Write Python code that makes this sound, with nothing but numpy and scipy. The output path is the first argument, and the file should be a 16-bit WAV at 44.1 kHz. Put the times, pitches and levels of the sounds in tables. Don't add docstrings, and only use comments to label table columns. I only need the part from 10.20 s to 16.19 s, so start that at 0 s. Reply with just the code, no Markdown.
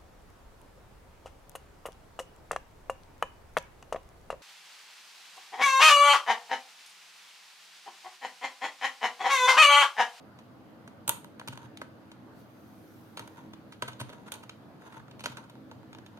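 import sys
import numpy as np
from scipy import signal
from scipy.fft import rfft, irfft
from scipy.io import wavfile
from scipy.ndimage import uniform_filter1d

SR = 44100
rng = np.random.default_rng(int(sys.argv[2]) if len(sys.argv) > 2 else 0)


def undo_db(level):
    steps = np.asarray(level, float) / 20
    return 10 ** steps


def transcribe(u):
    v = np.clip(np.atleast_2d(u).T, -1, 1)
    q = np.round(v * 32767).astype(np.int16)
    wavfile.write(sys.argv[1], SR, q)


N = 264335

# (frequency [Hz], t60 [s], level [dB], left-right [dB])
CASE_MODES = [(451, 0.0094, 4, -3.5), (569, 0.017, 2, 1.5), (627, 0.016, -4, -2), (799, 0.013, -7.5, 2.5),
              (866.6, 0.017, -3.5, 2), (931, 0.028, 0, 3), (1014, 0.0085, 1.5, -6.5),
              (1300, 0.0059, -5.5, 9.5), (1362, 0.017, -1.5, 5.5), (1479, 0.013, -1, -5),
              (1720, 0.013, -8.5, 7), (1980, 0.014, -9.5, -4)]
KEYCAP_MODES = [(2404, 0.007, -1.5, 0.6), (2780, 0.006, -3.5, -1.6), (3190, 0.0059, -1.5, -1.1),
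                (3650, 0.0086, -3, 0.89), (4430, 0.004, -2, 0.72), (5440, .0035, -12, 1),
                (5900, .004, -6, 0.544), (6735, 0.0038, -4, 0), (7450, 0.0019, -11.5, 0.15)]
SWITCH_MODES = [(6700, .005, -3.5, -3), (7600, 0.0038, -10.5, -2), (8400, .004, -6, -6),
                (8720, 0.0042, -2, -3.5), (9560, .004, -3, -3.5), (10600, .003, 0, -2.5),
                (11800, 0.005, -1.5, -3), (12800, .003, -7, 0), (13900, .004, -5, -5),
                (15100, 0.0037, -6.5, -1)]


def evened(x):
    return x / np.sqrt(np.mean(x ** 2) + 1e-20)


def read(points, hz):
    f, value = np.transpose(points)
    return np.interp(np.log(hz + 1), np.log(f + 1), value)


def noise(magnitude, same, patchy_db):
    a, b, c, d, patches = rng.standard_normal((N // 256 + 5, 513, 5)).T
    patches = uniform_filter1d(patches, 10, 0)
    patches = evened(uniform_filter1d(patches, 16, 1))
    left = a + 1j * b
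    own = c + 1j * d
    same = np.clip(same, -1, 1)[:, None]
    z = np.array([left, same * left + np.sqrt(1 - same ** 2) * own])
    z = z * magnitude[..., None] * undo_db(patchy_db * patches)
    return evened(signal.istft(z, nperseg=1024, noverlap=768)[1][:, :N])


def fan():
    # (frequency [Hz], relative density [dB per Hz])
    rush_spectrum = [(15, -63.5), (25, -4.5), (76, -36), (103, -35), (141, 3.5), (205, -7), (286, 1.5),
                     (313, -7), (350, -10.5), (569, -8.5), (650, -10.5), (1080, -15), (1440, -17),
                     (1970, -24), (5000, -36), (6500, -60), (11000, -120)]
    # (frequency [Hz], left-right coherence [-1 to 1])
    likeness = [(60, 0.41), (180, 0.6), (550, 0.62), (1650, 0.061), (4970, -0.13), (15000, -0.01)]
    # (frequency [Hz], width [Hz], level [dB])
    drones = [(103.8, 15.4, -64.5), (124.5, 5.1, -64.5), (212.4, 15, -61.5), (261.6, 5.7, -68),
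              (318, 2.8, -63.5)]
    rush_db = -55
    hz = np.fft.rfftfreq(1024, 1 / SR)
    sound = undo_db(rush_db) * noise(undo_db(read(rush_spectrum, hz)), read(likeness, hz), patchy_db=1.6)
    t = np.arange(N) / SR
    for f, width, db in drones:
        pole = np.exp(-np.pi * width / SR)
        waver = signal.lfilter([1], [1, -pole], rng.standard_normal((N, 2)) @ [1, 1j])
        sound += undo_db(db) * evened((waver * np.exp(2j * np.pi * f * t)).real)
    return sound


def hiss():
    # (frequency [Hz], relative density [dB per Hz])
    hiss_spectrum = [(1760, -31.5), (3000, -2.5), (4080, -2.5), (6620, -4.5), (8820, -7.5), (12100, -4),
                     (16000, -7)]
    # (frequency [Hz], left-right [dB])
    hiss_lean = [(60, -9), (130, 1), (290, 9.5), (640, 5.5), (1410, -7), (3100, -1), (6820, 2), (15000, -2)]
    hiss_db = -74
    hz = np.fft.rfftfreq(1024, 1 / SR)
    lean = read(hiss_lean, hz) / 2
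    magnitude = undo_db(read(hiss_spectrum, hz) + np.array([lean, -lean]))
    return undo_db(hiss_db) * noise(magnitude, 0 * hz, patchy_db=.8)


def ring(modes, size, spread=0, alike=1):
    t = np.arange(size) / SR
    hz, t60, db, lean = np.transpose(modes)[..., None]
    shift, gain, tilt, turn = spread * rng.standard_normal((len(modes), 4)).T[..., None]
    ports_sign = np.array([1, -1])[:, None, None]
    level = undo_db(db + 1.5 * gain + ports_sign * (lean / 2 + .8 * tilt) - 60 * t / t60)
    skew = ports_sign * turn * np.minimum(hz / 6000, 1)
    flip = np.pi * (np.arange(len(modes))[:, None] // alike)
    wave = np.sin(2 * np.pi * hz * (1 + .02 * shift) * t + skew + flip)
    onset = np.minimum(t * hz, 1)
    return (level * wave * onset).sum(1) / undo_db(db).sum()


def contact(ms, rise):
    knock_grit, slide_grit = .4, .1
    first_click = [2.2, 1.2, 1.4]
    size, start = 3000, 1030
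    is_knock = rise < .6
    length = np.clip(ms, .15, 12) / 1000 * np.array([[.6], [.9], [.7]])
    u = (np.arange(size) - start) / SR / length
    clicks = rng.random(size) < (knock_grit if is_knock else slide_grit)
    grit = rng.standard_normal((3, size)) * (.05 + clicks)
    grit[:, start] = np.array(first_click) * np.sqrt(length[:, 0] * SR / 20) * is_knock
    envelope = np.exp(-np.where(u < 0, (u / rise) ** 2, u))
    z = rfft(grit * envelope)
    burst = irfft(z / np.sqrt(uniform_filter1d(abs(z) ** 2, size=24, axis=1)), size)
    return burst / np.linalg.norm(burst, axis=1)[:, None]


def key(db, tilt_db, cap_db, tick_db, ms, rise):
    tilt_top_hz = 1430
    hard_tick_db, dulling, dullest_db = -34, 1.4, -14
    brief = np.sqrt(2 * SR / 100)
    body = [(hz, t60, level + tilt_db * np.log2(min(hz, tilt_top_hz) / 1000), lean)
            for hz, t60, level, lean in CASE_MODES]
    dull_db = np.clip(dulling * (db + tick_db - hard_tick_db), dullest_db, 0)
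    switch = [(hz, t60, level + dull_db * np.log2(max(hz / 10000, 1)), lean)
              for hz, t60, level, lean in SWITCH_MODES]
    case, cap, tick = (
        signal.fftconvolve(burst[None], ring(modes, size=3000, spread=0.7, alike=2), axes=1)
        for burst, modes in zip(contact(ms, rise), (body, KEYCAP_MODES, switch)))
    cap = undo_db(cap_db) * cap / np.linalg.norm(cap)
    tick = undo_db(tick_db) * tick / np.linalg.norm(tick)
    return undo_db(db) * (case / abs(case).max() + brief * (cap + tick))


def room(x):
    # (frequency [Hz], t60 [s])
    room_t60 = [(250, 0.58), (1000, 0.33), (4000, 0.32), (9000, 0.28), (12500, 0.25), (14500, 0.12),
                (16000, 0.12)]
    room_db = -12
    taps = np.zeros((2, SR // 2))
    at = np.arange(200, SR // 2 - 20, 20)
    at = at + rng.integers(0, 20, (2, len(at)))
    np.put_along_axis(taps, at, rng.choice([-1., 1.], at.shape), 1)
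    hz, t, z = signal.stft(taps, SR, nperseg=256)
    decay = undo_db(-60 * t / read(room_t60, hz)[:, None])
    tail = signal.istft(z * decay, SR, nperseg=256)[1]
    tail = tail / np.linalg.norm(tail[0])
    return undo_db(room_db) * signal.fftconvolve(x, tail, axes=1)[:, :N]


def desk(db, upper_db):
    # (frequency [Hz], t60 [s], level [dB], left-right [dB])
    desk_modes = [(124.8, 0.23, 8.5, 0.0039), (195, 0.03, -7, 0.0058), (257.3, 0.24, -2.5, 0.0037),
                  (309.6, 0.0607, -5.5, 0.0023)]
    t = np.arange(2000) / SR
    lowest, *upper = desk_modes
    modes = [lowest] + [(hz, t60, level + upper_db, lean) for hz, t60, level, lean in upper]
    push = t * np.exp(-t / 0.00083)
    thud = signal.fftconvolve(push[None], ring(modes, size=15000), axes=1)
    return undo_db(db) * thud / abs(thud).max()


def brushing():
    # (start [s], length [s], top level before the part levels [dB], share before the top [ratio])
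    strokes = [(0.874, 0.11, -38, 0.027), (0.886, 0.048, -58, 0.21), (1.286, 0.19, -51, 0.9),
               (2.98, 0.16, -49, 0.067), (3.112, 0.2, -53, 0.32), (3.618, 0.52, -54, 0.58),
               (4.05, 0.045, -45.5, 0.45), (4.113, 0.13, -46.5, 0.044), (4.593, 0.13, -48.5, 0.57),
               (4.7, 0.1, -48, 0.76), (5.063, 0.13, -52, 0.45), (5.169, 0.093, -50, 0.13),
               (5.597, 0.43, -66, 0.9)]
    # (case, keycap, switch) [dB]
    parts_db = [-2.5, -11, -17.5]
    ends_db = -20
    slips_per_s = 1600
    t, level = np.arange(N) / SR, np.zeros(N)
    for s, length, top_db, share in strokes:
        inside = (t > s) & (t < s + length)
        turning = s + length * np.array([0, np.clip(share, .01, .99), 1])
        arch = np.interp(t[inside], turning, [1, 0, 1])
        level[inside] += undo_db(top_db + ends_db * arch)
    happens = rng.random(N) < slips_per_s / SR
    size = undo_db(4.0 * np.minimum(rng.exponential(1, N), 4)) * happens
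    slips = level * evened(size) * rng.choice([-1., 1.], (3, N)) * undo_db(np.array(parts_db))[:, None]
    cap = rng.integers(0, 3, N)
    out = np.zeros((2, N))
    for force, modes in zip(slips, (CASE_MODES, KEYCAP_MODES, SWITCH_MODES)):
        for k in range(3):
            response = ring(modes, size=1500, spread=1.7)
            out += signal.oaconvolve((force * (cap == k))[None], response, axes=1)[:, :N]
    return out


def keyboard():
    # (time [s], case peak [dB], case tilt [dB per octave],
    # keycap and switch rms over 10 ms re that peak [dB, dB], contact, limited to 12 [ms])
    knocks = [(0.188, -44, -1, -14.5, -26, 11), (0.676, -39, 10, -19, -24, 4.8),
              (0.8777, -29, 0.5, -8.5, -1.5, 1.7), (0.8925, -21, 2.7, -10.5, -2, 2.4),
              (1.044, -37.5, -2.5, -18, -19.5, 1.4), (1.196, -34.5, 0, -14.5, -22, 3.1),
              (1.213, -35, 0, -29, -37, 1.4), (1.275, -34.5, 1, -10, -16, 5.5),
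              (1.283, -32.5, 7, -10, -14.5, 2.3), (1.355, -46, 7, -23, -20, 3.4),
              (1.374, -35.5, 0, -16.5, -22.5, 2.8), (1.572, -45, 10.5, -4, -13, 3.2),
              (1.615, -27, 2.5, -23, -28, 6.4), (1.916, -44.5, 0, -10.5, -21.5, 5.4),
              (2.972, -32.5, 1, -10, -18, 9.4), (2.993, -32.5, 5, -12.5, -17.5, 4),
              (3.075, -41.5, 4, -16, -16.5, 4), (3.334, -39, 0.5, -15.5, -26.5, 5.8),
              (3.523, -42, 12, -9.5, -18, 19), (3.622, -21, 4, -16, -23.5, 3.6),
              (3.632, -35, -4, -15, -34, 1.3), (3.64, -41, -11, -31, -36, 2.6),
              (3.731, -48, -5, -5, -24, 4), (3.803, -42, 4, -3, -5, 4.8),
              (3.812, -31.5, 0, -13, -17.5, 7.6), (3.892, -42, 2, -14, -23, 3.5),
              (3.899, -41, -5, -14, -24, 4.8), (4.1193, -36.5, 7, -4, -4.5, 4.6),
              (4.139, -45.5, -3, -1, -4, 5.7), (4.154, -46.5, 0.1, -14, -10, 2.5),
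              (4.294, -38, 7, -7.5, -21.5, 3.7), (4.881, -47, 2, -19, -29, 3.4),
              (4.911, -50, -3, -6, -19, 3.5), (4.994, -46, -1, -6, -17, 8.6),
              (5.006, -39.5, 6, -10.5, -17, 7.7), (5.039, -33, 1, -9, -16, 12),
              (5.0579, -21.5, 3.5, -12.5, -22, 4.6), (5.069, -35.5, -10, -28, -31, 3.5),
              (5.170, -37.5, 15, -10.5, -19, 7.1), (5.297, -43.5, -3, -13.5, -20, 4.9),
              (5.353, -48, 0.5, -20, -34, 2), (5.513, -36.5, -1, -19, -32, 7),
              (5.63, -47.5, -1, -26.5, -36, 2.3), (5.729, -41.5, 3, -14, -26, 6),
              (5.748, -41.5, 4, -13.5, -28, 2.3), (5.785, -44, 3, -14, -28, 2.5),
              (5.862, -46.5, 1, -9, -21, 5.5), (5.973, -45.5, -5, -16.5, -30, 3.6)]
    # (time [s], case peak [dB], keycap rms re that peak [dB])
    slides = [(1.329, -39.5, -11.5), (3.684, -31, -12), (3.698, -45, -22), (3.721, -42.5, -17),
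              (3.8, -33, -14.5), (3.932, -42, -13.5), (4.081, -40.5, -16), (4.235, -40.5, -15),
              (4.62, -44.5, -21.5), (4.667, -49, -16), (4.727, -43.5, -16.5), (4.745, -43, -20),
              (4.768, -45, -27), (4.800, -44, -22), (5.082, -43, -16), (5.098, -52, -6), (5.121, -45, -10),
              (5.178, -46, -19), (5.193, -52, -18), (5.241, -49, -15)]
    # (time [s], peak [dB], boost of the upper desk modes [dB])
    thumps = [(0.673, -48.5, 9), (0.877, -41, 8), (1.284, -35.5, 10.5), (1.295, -56, 15),
              (1.329, -45.5, -10), (1.439, -46.5, 2), (2.992, -47, 5), (3.622, -39, 11.5), (3.683, -43, -4),
              (3.732, -54, -2), (3.805, -35.5, 1.5), (4.768, -46, -7), (4.91, -47.5, 8), (5.042, -43, 9),
              (5.06, -44, 27), (5.093, -40, 11), (5.551, -42.5, 9), (5.667, -47.5, -5), (5.747, -45, 11)]
    knock_rise, slide_rise = 0.21, 0.99
    slide_ms, slide_tilt_db = 7.3, 4.5
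    slide_tick_db = -7
    lag = 6
    out = np.zeros((2, N + 20000))
    sounds = [(s, key(*row, knock_rise)) for s, *row in knocks]
    sounds += [(s, key(db, slide_tilt_db, cap_db, cap_db + slide_tick_db, slide_ms, slide_rise))
               for s, db, cap_db in slides]
    for s, sound in sounds:
        out[:, round(s * SR) - 1000:][:, :sound.shape[1]] += sound
    for s, *row in thumps:
        sound = desk(*row)
        out[:, round(s * SR):][:, :sound.shape[1]] += sound
    out = out[:, :N] + brushing()
    return np.array([np.roll(out[0], lag), out[1]])


def rustle():
    # (frequency [Hz], relative density [dB per Hz])
    rustle_spectrum = [(2000, -24.5), (3500, -6.5), (5500, -5), (7400, -8.5), (9000, -7), (12200, -2.5),
                       (16000, -5)]
    # (time [s], level [dB])
    rustle_level = [(1.699, -89), (2.0, -93.5), (2.13, -76), (2.199, -65), (2.27, -74), (2.4, -70),
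                    (2.58, -68.5), (2.77, -66), (2.97, -71), (3.15, -72), (3.4, -82), (6, -85)]
    hz = np.fft.rfftfreq(1024, 1 / SR)
    sound = noise(undo_db(read(rustle_spectrum, hz)), 0.3 + 0 * hz, patchy_db=2.0)
    return sound * undo_db(np.interp(np.arange(N) / SR, *np.transpose(rustle_level)))


def ports(x):
    # (frequency [Hz], left [dB], right [dB])
    port_gains = [(5025, 1, 1.5), (5720, -3, 0), (6300, -1, 4), (7250, -1.5, -3.5), (8370, -3, -0.5),
                  (8980, -3, 4.5), (9670, -2.5, 1.5), (10400, -8, -4), (11040, 2, -10), (11970, 5, -6),
                  (12500, -0.5, 2), (13780, -1.5, -8.5), (14240, 0.5, -1.5), (15540, -5.5, -5)]
    hz = abs(np.fft.fftfreq(2048, 1 / SR))
    f, *db = np.transpose(port_gains)
    log_gain = np.log(undo_db(np.array([np.interp(hz, f, side) for side in db])))
    response = np.exp(np.conj(signal.hilbert(log_gain, axis=1)))
    taps = np.fft.ifft(response).real[:, :512]
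    return signal.oaconvolve(x, taps, axes=1)[:, :N]


def scene():
    keys = keyboard()
    return keys + room(keys) + fan() + hiss() + rustle()


def top_cut(x):
    return signal.sosfilt(signal.butter(12, 16960, fs=SR, output="sos"), x)


def record(dry):
    bass_cut = signal.butter(3, 69.5, "high", fs=SR, output="sos")
    thin = signal.sosfilt(bass_cut, ports(dry))
    edge = signal.firwin(255, 16600, window=("kaiser", 8), fs=SR)
    mix = signal.oaconvolve(thin, edge[None], "same")
    return top_cut(mix)


dry = scene()
out = record(dry)
transcribe(out)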